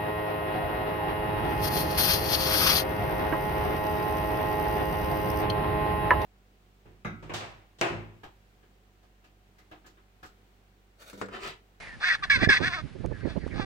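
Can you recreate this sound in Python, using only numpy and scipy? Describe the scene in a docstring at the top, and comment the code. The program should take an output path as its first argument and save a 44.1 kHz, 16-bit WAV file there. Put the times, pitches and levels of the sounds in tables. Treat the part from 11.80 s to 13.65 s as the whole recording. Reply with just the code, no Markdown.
"""Chicks peep over the faint wash of a colony; then two penguins spar on open snow, trading harsh honks.
Each honk is a source-filter voice: rough pulses and breath noise resonate in the throat and bill,
while a shrill second voice, modulated by the first, breaks through. The snow returns short echoes.
Wind eddies buffet mainly the right microphone port, and two small ticks sound."""
import sys
import numpy as np
from scipy import signal
from scipy.fft import rfft, irfft, next_fast_len
from scipy.io import wavfile
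from scipy.ndimage import uniform_filter1d

SR = 44100
rng = np.random.default_rng(int(sys.argv[2]) if len(sys.argv) > 2 else 0)


def master(y):
    """Save y as 16-bit WAV."""
    cut = np.clip(np.atleast_2d(y).T, -1, 1)
    pcm = np.round(cut * 32767)  # scale
    wavfile.write(sys.argv[1], SR, pcm.astype(np.int16))


N = 81585
TIME = np.arange(N) / SR
FADE_S = .002


def amp(db):
    """Decibels to amplitude ratio."""
    return 10 ** (np.asarray(db) / 20)


def unit(x):
    """Normalisation to rms 1."""
    return x / np.sqrt(np.mean(x ** 2) + 1e-20)


def add(mix, start_s, sound):
    """Superposition: sums a sound into the mix at start_s."""
    at = round(start_s * SR)
    sound = sound[max(-at, 0):]
    part = mix[max(at, 0):][:len(sound)]
    part += sound[:len(part)]


def read(points, hz):
    """Interpolation of a spectrum on a log-frequency axis."""
    f, value = np.transpose(points)
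    return np.interp(np.log(hz + 1), np.log(f), value)


def colour(x, spectrum):
    """Minimum-phase filtering by a spectrum in decibels."""
    log_gain = np.log(amp(read(spectrum, abs(np.fft.fftfreq(4096, 1 / SR)))))
    response = np.exp(np.conj(signal.hilbert(log_gain)))
    taps = np.fft.ifft(response).real[:2048]
    return signal.fftconvolve(x, taps)[:len(x)]


def wander(size, hz):
    """Random modulation: noise of rms 1, low-passed near hz."""
    f = np.fft.rfftfreq(SR, 1 / SR)
    spectrum = rfft(rng.standard_normal(SR)) * np.exp(-(f / hz) ** 2)
    return unit(irfft(spectrum))[np.arange(size) % SR]


def resonate(x, hz, width_hz):
    """A resonance of unit gain whose centre follows the curve hz."""
    carrier = np.exp(2j * np.pi * np.cumsum(hz) / SR)
    pole = np.exp(-np.pi * width_hz / SR)
    return 2 * (carrier * signal.lfilter([1 - pole], [1, -pole], x / carrier)).real


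# Spectrum of the distant colony: frequency_hz, gain_db
WASH_SPECTRUM = [(30, 2.5), (250, -3), (700, 3.5), (1100, 2), (1700, 5.5), (2500, 2), (3200, -2),
                 (4500, -4.5), (6000, -11.5), (7500, -16), (11000, -19.5)]
# Its envelope: time_s, level_db
WASH_ENVELOPE = [(0, -43.5), (.07, -51), (.4, -56), (1.1, -56.5), (1.85, -55.5)]
def colony():
    """Partial coherence: the far colony blurs into noise, half its power common to both channels."""
    sway_db, sway_hz = 1.3, 14
    common = rng.standard_normal(N)
    wash = np.array([unit(colour(common + rng.standard_normal(N), WASH_SPECTRUM)) for _ in range(2)])
    level_db = np.interp(TIME, *np.transpose(WASH_ENVELOPE))
    return wash * amp(level_db + sway_db * wander(N, sway_hz))


# Calls of the chicks: start_s, length_s, top_hz, last_hz, level_db
CHICK_PEEPS = [(-.02, 0.19, 2146, 1656, -50), (0.029, 0.144, 1817, 1724, -55.5),
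               (0.359, 0.065, 1830, 1460, -53), (0.456, 0.073, 1760, 1685, -50),
               (0.663, 0.025, 2197, 1840, -45), (1.318, 0.0695, 1720, 1610, -53),
               (1.393, 0.039, 1650, 1535, -53), (1.418, 0.065, 2090, 1646, -54.5),
               (1.609, 0.055, 1950, 1570, -53.5), (1.704, 0.043, 2140, 1597, -49),
               (1.401, .19, 4370, 4190, -66), (1.585, 0.082, 4460, 4370, -66.5)]
def chicks():
    """Whistles arch and fall; amplitude and frequency modulation make the shorter ones hoarser."""
    crest, rasp_hz = .15, 290
    out = np.zeros(N)
    for start_s, length_s, top_hz, last_hz, level_db in CHICK_PEEPS:
        progress = np.arange(0, length_s, 1 / SR) / length_s
        hoarseness = min(.23 / length_s, 2)
        hz = top_hz + (last_hz - top_hz) * (abs(progress - crest) / (1 - crest)) ** 1.5
        hz *= 1 + .014 * hoarseness * wander(len(hz), 490)
        rasp = .4 * np.cos(2 * np.pi * rasp_hz * length_s * progress) + .41 * wander(len(hz), 450)
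        tone = np.sin(2 * np.pi * np.cumsum(hz) / SR) * (1 + hoarseness * rasp)
        add(out, start_s, amp(level_db) * unit(tone * np.sin(np.pi * progress) ** .5))
    return out


# Dry ticks, before filtering: start_s, level_db
TICK_BURSTS = [(1.2608, -37.5), (1.678, -45.5)]
def ticks(decay_s=.0012):
    """Exponential decay: brief noise transients, heard as small dry ticks."""
    out, t = np.zeros(N), np.arange(1000) / SR
    for start_s, level_db in TICK_BURSTS:
        add(out, start_s, amp(level_db) * rng.standard_normal(len(t)) * np.exp(-t / decay_s))
    return colour(out, [(1500, 14.5), (4000, -3), (10000, -4)])


# Eddies striking a port: centre_s, half_width_s, level_db, upper_edge_hz
EDDIES = [(0.572, 0.021, -30.5, 400), (.632, 0.0096, -15.5, 640), (0.675, 0.0042, -12.5, 420),
          (0.699, 0.0096, -19, 650), (0.812, 0.0099, -22, 610), (.832, 0.024, -27, 560),
          (0.876, 0.015, -31, 410), (1.052, 0.015, -28, 190), (1.159, 0.0082, -33, 410),
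          (1.21, 0.012, -28, 332), (1.25, 0.0083, -22.5, 634), (1.296, 0.014, -29, 234),
          (1.32, 0.0098, -28, 594), (1.437, 0.013, -27, 328), (1.457, 0.0072, -19.5, 540),
          (1.477, 0.0073, -24.5, 570), (1.566, 0.0094, -25, 570), (1.579, 0.007, -21, 510),
          (1.639, 0.0095, -29.5, 350), (1.666, 0.0036, -23, 503), (1.754, 0.04, -29.5, 426),
          (1.8, 0.003, -17, 1030), (1.831, 0.066, -35.5, 560)]
def buffets(low_hz=90):
    """Turbulent pressure: each eddy shakes the microphone port with a few low, uneven cycles."""
    out, t, f = np.zeros(N), np.arange(-4096, 4096) / SR, np.fft.rfftfreq(8192, 1 / SR)
    for centre_s, half_width_s, level_db, edge_hz in EDDIES:
        envelope = np.exp(-(t / half_width_s) ** 2)
        band = f / np.hypot(f, low_hz) / np.sqrt(f + low_hz) / (1 + (f / edge_hz) ** 3.33)
        eddy = irfft(rfft(envelope * rng.standard_normal(len(t))) * band)
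        add(out, centre_s + t[0], amp(level_db) * unit(eddy) * np.sqrt(np.mean(envelope ** 2)))
    return out


# Spectrum of the wind rumble: frequency_hz, gain_db
RUMBLE_SPECTRUM = [(10, -18), (40, 1.5), (150, -5.5), (300, -12), (600, -24), (1500, -70), (5000, -71.5)]
# Its envelope at the right port: time_s, level_db
RUMBLE_ENVELOPE = [(0, -62), (.18, -47), (.27, -73), (.42, -47), (.64, -30.5), (.8, -38.5), (1, -39.5),
                   (1.12, -45.5), (1.28, -27), (1.38, -40.5), (1.46, -37), (1.85, -34.5)]
def wind():
    """Turbulence is local: its noise is uncorrelated at the two ports, and the left one is sheltered."""
    left_rumble_db, left_buffet_db = -52, -39
    lumpy_noises = (rng.standard_normal(N) * amp(wander(N, 25)) for _ in range(2))
    left, right = (unit(colour(noise, RUMBLE_SPECTRUM)) for noise in lumpy_noises)
    right_rumble_db = np.interp(TIME, *np.transpose(RUMBLE_ENVELOPE))
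    return np.array([amp(left_rumble_db) * left + amp(left_buffet_db) * buffets(),
                     amp(right_rumble_db) * right + buffets()])


# Reflections from ground and rocks: delay_s, amplitude_ratio
REFLECTIONS = [(.0017, 0.23), (.0046, 0.068), (0.013, 0.077)]
# Balance of the birds between the ports: frequency_hz, left_minus_right_db
PORT_BALANCE = [(500, 1), (1200, 0), (1700, 2), (2300, -11.5), (2800, -3), (3500, 7), (5000, -0.5),
                (9000, 2)]
# Phase between the ports: frequency_hz, left_lead_rad
PORT_LEAD = [(1000, -1), (2400, -1.2), (3400, -3.5), (4700, -1.25), (7000, -0.75)]
def outdoors(x):
    """Multipath propagation: direct sound, echoes and scatter off lumpy snow sum at each port."""
    scatter_db, scatter_t60_s = -8, .05
    size = next_fast_len(N + 8192)
    f, t = np.fft.rfftfreq(size, 1 / SR), np.arange(8000) / SR
    comb = 1 + sum(ratio * np.exp(-2j * np.pi * f * delay_s) for delay_s, ratio in REFLECTIONS)
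    leftward = amp(read(PORT_BALANCE, f) / 2) * np.exp(1j * read(PORT_LEAD, f) / 2)
    scatter = rng.standard_normal((2, len(t))) * amp(-60 * t / scatter_t60_s)
    scatter /= np.linalg.norm(scatter[0])
    paths = comb * np.array([leftward, 1 / leftward]) + amp(scatter_db) * rfft(scatter, size)
    return irfft(rfft(x, size) * paths, size)[:, :N]


def squeal(start_s, length_s, first_hz, last_hz, level_db, beat, bend, low_cycles):
    """Amplitude modulation: the low voice chops a shrill glide into sidebands."""
    rise_s, fall_s, overtone_db, overtone_decay_s = .004, .006, -5, .009
    t = np.arange(0, length_s, 1 / SR)
    hz = last_hz + (first_hz - last_hz) * (1 - t / length_s) ** bend  # bend over 1 glides early
    hz *= 1 + .045 * beat * wander(len(t), 500)
    phase = 2 * np.pi * np.cumsum(hz) / SR
    low_phase = 2 * np.pi * low_cycles[round(start_s * SR):][:len(t)]
    # Overtones flash at the onset, less so when the voices beat.
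    flash = amp(overtone_db) * np.exp(-7 * beat - t / overtone_decay_s)
    tone = np.sin(phase) + flash * (np.sin(2 * phase) + np.sin(3 * phase))
    tone *= 1 + beat * (.62 * np.cos(low_phase) + .5 * wander(len(t), 400))
    envelope = np.minimum(t / rise_s, 1) * np.minimum((length_s - t) / fall_s, 1)
    return amp(level_db) * unit(tone) * envelope


def voice_source(pitch_hz, roughness):
    """Pulsed airflow with jitter, shimmer and puffs of noise; returns sound and cycle count."""
    split_hz, split_depth, puff_decay_cycles = 450, .16, .46
    jittered_hz = pitch_hz * (1 + .046 * (roughness + .081) * wander(N, 260))
    cycles = np.cumsum(jittered_hz) / SR
    # Period doubling: above split_hz, strong and weak pulses alternate.
    alternation = 1 + split_depth * (pitch_hz > split_hz) * np.cos(np.pi * cycles)
    onsets = np.diff(np.floor(cycles), prepend=0) * alternation
    late_samples = np.clip(cycles % 1 * SR / jittered_hz, 0, 1)
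    pulses = onsets * (1 - late_samples) + np.roll(onsets * late_samples, -1)
    shimmer = np.exp(.53 * roughness * wander(N, 580))
    puffs = (.097 + np.exp(-(cycles % 1) / puff_decay_cycles)) * rng.standard_normal(N)
    return np.sqrt(1 - roughness) * unit(pulses * shimmer) + roughness * unit(puffs), cycles


# Formants of the throat: frequency_hz, gain_db
THROAT_FORMANTS = [(200, -21), (370, -17), (540, -21.5), (720, -8.5), (900, -7), (1150, -7.5), (1600, 3),
                   (2100, -1.5), (2450, -5), (2720, -2), (3050, -13.5), (3450, -3), (4250, -8), (4650, -9),
                   (5350, -13), (6500, -20.5), (7400, -38), (8300, -23.5), (9400, -43), (10800, -44.5)]
def honk(contour):
    """Source-filter principle: throat and bill shape the pulses; returns sound and cycle count."""
    loud_db, bill_db, bill_top_hz, bass_hz = -30.5, 5, 1966, 990
    time_s, hz, db, roughness = np.transpose(contour)
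    pitch_hz = np.interp(TIME, time_s, hz)
    level_db = np.interp(TIME, time_s, db, left=-120, right=-120)
    sounding = (TIME >= time_s[0]) & (TIME <= time_s[-1])
    source, cycles = voice_source(pitch_hz, np.clip(np.interp(TIME, time_s, roughness), 0, .95))
    voice = colour(source, THROAT_FORMANTS)
    # The bill opens with pitch and effort, and its resonance slides along.
    softness_db = np.clip(loud_db - level_db, -10, 11)
    bill_hz = np.minimum(4.4 * pitch_hz * 2 ** (-.11 * softness_db), bill_top_hz)
    voice += amp(bill_db) * resonate(voice, bill_hz, width_hz=400)
    voice /= np.std(voice[sounding])
    # Softer honks keep more of their low harmonics.
    bass = signal.sosfiltfilt(signal.butter(3, bass_hz, fs=SR, output="sos"), voice)
    voice += bass * (amp(.72 * softness_db) - 1)
    envelope = uniform_filter1d(amp(level_db), size=round(FADE_S * SR))
    return voice * envelope, cycles * sounding


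# Low voice, one contour per honk: time_s, pitch_hz, level_db, roughness_ratio
HONK_CONTOURS = [
    [(.203, 266, -42.5, 0.79), (.238, 313.4, -28, 0.55), (.256, 358.9, -28.5, 0.35),
     (.28, 359.3, -24, 0.41), (.316, 314.6, -28.5, 0.88), (.352, 287.5, -26.5, 0.54), (.38, 251, -63, 0.97)],
    [(.421, 386, -63, 0.34), (.437, 390, -26, 0.28), (.447, 380, -30.5, 0.65), (.472, 398, -64, 0.9)],
    [(.498, 590, -30, .6), (.503, 574, -20.5, 0.6), (.535, 554.7, -24, 0.37), (.564, 513, -23, 0.13),
     (.578, 481, -35.5, 0.42), (.598, 536, -36.5, 0.3)],
    [(.598, 370.8, -37, 0.31), (.629, 383, -24, 0.7), (.65, 411, -25.5, 0.38), (.664, 360, -39.5, 0.8),
     (.68, 352, -64, .5)],
    [(.689, 583.6, -35.5, .2), (.7, 551.2, -17.5, 0.4), (.726, 533, -19, 0.55), (.75, 517.7, -23, 0.77),
     (.779, 499, -26.5, 0.77), (.8, 494, -48, 0.9)],
    [(.8, 290.8, -40.5, 0.51), (.828, 315.2, -31, 0.17), (.86, 363.6, -28.5, 0.48),
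     (.878, 377.6, -27.5, 0.65), (.9, 356.2, -39, 0.34), (.922, 335.8, -37, 0.26), (.938, 353.8, -31, 0.54),
     (.954, 378, -36.5, 0), (.978, 313.8, -38, 0.4), (1.008, 309.5, -41, 0.53), (1.032, 260, -69, 0.5)],
    [(1.465, 351.4, -59.5, 0.38), (1.505, 324, -43.5, 0.63), (1.545, 268, -59, 0.1)],
    [(1.74, 379, -51, 0.71), (1.797, 431.4, -40, 0.42), (1.825, 392, -38, 0.3), (1.85, 392, -49.5, 0.1)],
]
# Shrill voice: start_s, length_s, first_hz, last_hz, level_db, beat_ratio, bend_exponent
SQUEAL_GLIDES = [(.226, .032, 1480, 1660, -28, .5, 1), (.298, .04, 2150, 1875, -25, .4, 2.4),
                 (.423, .026, 1220, 1110, -35, .15, 1), (.4985, .014, 1760, 1600, -20, .08, 1.4),
                 (.508, .06, 2350, 2000, -25, .4, .7), (.655, .017, 1740, 1690, -29, .3, 1),
                 (.688, .027, 1810, 1600, -16, .1, 2), (.718, .018, 1630, 1610, -20, .4, 1),
                 (.928, .026, 1970, 2180, -35, .5, 1), (.962, .045, 1400, 1240, -40, .45, 2)]
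def penguins():
    """Biphonation: the sparring birds sound a low, rough voice and a shrill one at once."""
    voices, low_cycles = np.sum([honk(contour) for contour in HONK_CONTOURS], axis=0)
    for start_s, *glide in SQUEAL_GLIDES:
        add(voices, start_s, squeal(start_s, *glide, low_cycles))
    return voices


def scene():
    """Superposition of the birds and their echoes, ticks, colony and wind."""
    return outdoors(penguins() + chicks()) + ticks() + colony() + wind()


def record(dry):
    """Band limiting by a linear-phase low-pass filter, with a short fade at each end."""
    fades = np.minimum(np.minimum(TIME, TIME[::-1]) / FADE_S, 1)
    lowpass = signal.firwin(511, cutoff=11200, window=("kaiser", 9), fs=SR)
    return signal.oaconvolve(dry * fades, lowpass[None], "same")


dry = scene()
out = record(dry)
master(out)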